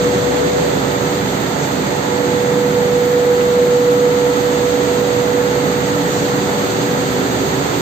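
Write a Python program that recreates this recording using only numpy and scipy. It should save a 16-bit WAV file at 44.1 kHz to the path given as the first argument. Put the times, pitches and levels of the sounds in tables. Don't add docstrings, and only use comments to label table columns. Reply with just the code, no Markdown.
import sys
import numpy as np
from scipy import signal
from scipy.fft import rfft, irfft
from scipy.io import wavfile
from scipy.ndimage import uniform_filter1d

SR = 44100
rng = np.random.default_rng(int(sys.argv[2]) if len(sys.argv) > 2 else 0)


def unload_wav(signal):
    wavfile.write(
        sys.argv[1],
        SR,
        np.round(np.clip(np.atleast_2d(signal).T, -1, 1) * 32767).astype(np.int16),
    )


N = 344402

TIME = np.arange(N) / SR
HZ = np.maximum(np.fft.rfftfreq(N, 1 / SR), 1)
MIC_SPACING_M, SPEED_OF_SOUND = 0.17, 343
DIRECT_LEAD_MS = 0.32


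def from_db(db):
    return 10 ** (np.asarray(db) / 20)


def rms_one(x):
    return x / np.sqrt(np.mean(x ** 2) + 1e-20)


def in_time(rows):
    s, *columns = np.transpose(rows)
    return [np.interp(TIME, s, column) for column in columns]


def pan(left_db):
    return from_db(np.array([[0.5], [-0.5]]) * left_db)


def bump(s, half_length):
    return np.exp(-((TIME - s) / half_length) ** 2)


def drift(rate):
    step = 40
    r = np.exp(-2 * np.pi * rate * step / SR)
    noise = rng.standard_normal(N // step + 2002)
    slow = signal.lfilter([1], [1, -2 * r, r * r], noise)[2000:]
    return np.interp(np.arange(N) / step, np.arange(len(slow)), rms_one(slow))


def colour(points):
    hz, db = np.transpose(points)
    return from_db(np.interp(np.log(HZ), np.log(hz), db, left=-90, right=-90))


def diffuse(gain, direct=0.046):
    alike = 0.98 * np.sinc(2 * HZ * MIC_SPACING_M / SPEED_OF_SOUND)
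    mid, side, straight = rfft(rng.standard_normal((3, N)))
    mid = mid * np.sqrt((1 + alike) / 2)
    side = side * np.sqrt((1 - alike) / 2)
    hall = np.array([mid + side, mid - side])
    late = np.exp(-2j * np.pi * HZ * DIRECT_LEAD_MS / 1000)
    near = np.array([straight, straight * late])
    mixed = np.sqrt(1 - direct) * hall + np.sqrt(direct) * near
    return rms_one(irfft(gain * mixed, N))


def resonance(hz, width_hz):
    return diffuse(1 / (1 + ((HZ - hz) / width_hz) ** 2), direct=0.52)


def tone(hz, db, wander_rad=0.77, spread=0.32):
    phase = 2 * np.pi * (hz * TIME + rng.random()) + wander_rad * drift(0.85)
    apart = np.pi * hz * MIC_SPACING_M / SPEED_OF_SOUND * spread * drift(0.37)
    return np.sqrt(2) * from_db(db) * np.sin([phase + apart, phase - apart])


RUMBLE_DB = -21
# (f/Hz, relative level/dB)
RUMBLE_COLOUR = [(20, -40), (45, -25), (65, -24.5), (100, -7), (125, -5), (155, 1.5), (190, -3), (235, -6),
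                 (280, 2), (320, -6.5), (370, -1), (470, -6), (570, -6.5), (680, -24.5)]


def frame(throb_db=0.55, throb_hz=7.1, left_db=-3.5):
    throb = throb_db * np.sin(2 * np.pi * throb_hz * TIME)
    rumble = diffuse(colour(RUMBLE_COLOUR), direct=0.32)
    return from_db(RUMBLE_DB + throb) * rumble * pan(left_db)


# (f/Hz, relative level/dB)
HISS_COLOUR = [(1900, -27), (2400, -3), (2800, -2), (3600, -0.5), (4700, -1.5), (4850, -8.5), (6000, -8.5),
               (6200, -1.5), (6800, -1), (7000, -5), (7600, -1), (7750, -6.5), (8500, -8), (8750, -50)]
# (f/Hz, relative level/dB)
TOP_HISS_COLOUR = [(11350, -48), (11650, -2), (12300, -2.5), (13200, -0.5), (15500, 0)]
# (t/s, level/dB, left minus right/dB)
WEB_NEARNESS = [(0, -28.5, -5), (.9, -28.5, -2.5), (2.5, -29.5, -3.5), (4.7, -28, -3), (5.5, -29, -2),
                (6.2, -28, -1.9), (7.81, -27.5, -2.5)]
# (t/s, level/dB, left minus right/dB)
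TOP_HISS_LEVEL = [(0, -41.5, -3), (.55, -41.5, -4), (.9, -39.5, 0), (2.2, -41.8, -2.5), (3.4, -39, -3),
                  (5.3, -40.5, -3), (6.2, -39.4, -1), (7.2, -39.9, -.7), (7.81, -39, .5)]


def web(hiss_flutter_db=0.44, top_flutter_db=0.9):
    hiss_db, hiss_left_db = in_time(WEB_NEARNESS)
    top_db, top_left_db = in_time(TOP_HISS_LEVEL)
    hiss = from_db(hiss_db + hiss_flutter_db * drift(22)) * diffuse(colour(HISS_COLOUR))
    top = from_db(top_db + top_flutter_db * drift(22)) * diffuse(colour(TOP_HISS_COLOUR))
    return hiss * pan(hiss_left_db) + top * pan(top_left_db)


WHIR_DB = -23.5
# (f/Hz, relative level/dB)
WHIR_COLOUR = [(500, -26.5), (620, -0.5), (780, 0), (900, -0.5), (1050, -5), (1200, -4.5), (1370, -4),
               (1500, -5.5), (1950, -6), (2300, -11.5), (2800, -30.5)]
# (f/Hz, half width/Hz, level/dB)
BEARING_RINGS = [(581, 9.8, -37.5), (872, 8.4, -43)]
# (f/Hz, half width/Hz)
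HOLLOW_ROLLER = (1312, 20)
# (t/s, level/dB)
HOLLOW_ROLLER_LEVEL = [(0, -39), (.55, -44), (1, -31), (1.6, -39), (3.2, -36.5), (4.3, -31.5), (4.9, -38.5),
                       (7.81, -35)]


def rollers(rough_db=0.5, left_db=-3.8):
    whir = from_db(WHIR_DB + rough_db * drift(25)) * diffuse(colour(WHIR_COLOUR), direct=0.23)
    ring_db, = in_time(HOLLOW_ROLLER_LEVEL)
    ring = from_db(ring_db) * resonance(*HOLLOW_ROLLER)
    bearings = sum(from_db(db) * resonance(hz, width_hz) for hz, width_hz, db in BEARING_RINGS)
    return (whir + ring + bearings) * pan(left_db)


# (t/s at the loudest, half length/s, level/dB)
GUIDE_BRUSHES = [(1.63, 0.05, -33), (6.17, 0.098, -32.5)]


def brushes():
    swell = sum(from_db(db) * bump(s, half_length) for s, half_length, db in GUIDE_BRUSHES)
    swish_colour = [(4000, -20), (6300, 1), (7600, -2), (8700, -18), (8900, -50)]
    return swell * diffuse(colour(swish_colour))


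# (t/s, starting level/dB, time to fall by 60 dB/s)
KNOCK = (3.408, -27, .16)
# (f/Hz, relative level/dB)
KNOCK_COLOUR = [(900, -22), (1800, 0), (3200, -3), (5000, -23)]


def tick():
    s, db, t60 = KNOCK
    fall_db = 60 * np.abs(TIME - s) / t60
    return (TIME > s) * from_db(db - fall_db) * diffuse(colour(KNOCK_COLOUR))


# (f/Hz, level/dB)
MOTOR_TONES = [(72, -42), (79.4, -52.5), (119.8, -38), (135.3, -38), (199.9, -35.5), (216.7, -41),
               (255.7, -37), (287.3, -41), (436, -35.5), (730.8, -43), (1368.7, -52.5), (3501.2, -49.5),
               (3601.4, -51.5)]
# (f/Hz, level elsewhere/dB, spot passed at t/s, half length/s, rise/dB)
DRIVE_TONES = [(265.8, -39.5, 3.1, 0.7, 10), (290.2, -35, 4.9, 1.7, 3), (385, -40.5, 7.1, .9, 12.5),
               (576, -43.5, 0.57, 0.91, 9.5), (866, -42.5, 2.25, .5, 8), (976.2, -45.5, 4.6, 0.42, 9.5)]


def motors(lift_db=0.5, swell_db=2.5, shimmer_db=2.5, left_db=-5.5):
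    drone = 0
    for hz, db in MOTOR_TONES:
        drone = drone + tone(hz, db + lift_db + swell_db * drift(0.79))
    for hz, db, s, half_length, rise_db in DRIVE_TONES:
        passing_db = rise_db * bump(s, half_length)
        drone = drone + tone(hz, db + passing_db + shimmer_db * drift(1.2))
    return drone * pan(left_db)


BLOWER_HZ = 488.1
REFLECTED_SHARE, GAP_ALONG_WAVE_M = 0.58, 0.11
# (t/s, level of the arriving note before trim and flutter/dB, distance of their midpoint from a crest/m)
MICROPHONE_PATH = [(0.0, -18.0, -0.29), (0.59, -15, -0.19), (0.83, -22.5, -0.15), (1.26, -28.5, 0.0051),
                   (1.36, -28, -0.13), (2.01, -25, -0.16), (2.2, -22, -0.053), (3.09, -16, -0.04),
                   (3.58, -14.6, -0.026), (4.06, -14, -0.041), (4.41, -18.7, -0.056), (5.47, -19, -0.065),
                   (5.76, -23.5, -0.019), (6.67, -23, 0.11), (6.98, -23, 0.08), (7.49, -26.7, 0.12),
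                   (7.81, -27.1, 0.16)]


def blower(trim_db=-0.25, left_db=-3.3, lead_rad=0.09, wobble_rad=0.05, wander_rad=0.3, flutter_db=1.0):
    level_db, place_m = in_time(MICROPHONE_PATH)
    mic_place_m = place_m + GAP_ALONG_WAVE_M * np.array([[-0.5], [0.5]])
    travel = 2 * np.pi * BLOWER_HZ / SPEED_OF_SOUND * mic_place_m
    unsteady = wobble_rad * drift(8) + wander_rad * drift(0.32)
    lead = lead_rad * np.array([[0.5], [-0.5]])
    phase = 2 * np.pi * BLOWER_HZ * TIME + unsteady + lead
    waves = np.sin(phase + travel) + REFLECTED_SHARE * np.sin(phase - travel)
    strength = from_db(level_db + trim_db + flutter_db * drift(22))
    return np.sqrt(2) * strength * waves * pan(left_db)


def scene():
    return frame() + web() + rollers() + brushes() + tick() + motors() + blower()


GAIN_THRESHOLD_DB, GAIN_SHARE, GAIN_WINDOW_S = -13, 0.48, 0.15
CUTOFF_HZ = 15600


def record(dry):
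    power = uniform_filter1d(dry ** 2, int(GAIN_WINDOW_S * SR), axis=1)
    level_db = 10 * np.log10(power + 1e-12)
    excess_db = np.maximum(level_db - GAIN_THRESHOLD_DB, 0)
    held = dry * from_db(-GAIN_SHARE * excess_db)
    top_cut = signal.ellip(10, 0.1, 90, CUTOFF_HZ, fs=SR, output="sos")
    return signal.sosfilt(top_cut, held)


dry = scene()
out = record(dry)
unload_wav(out)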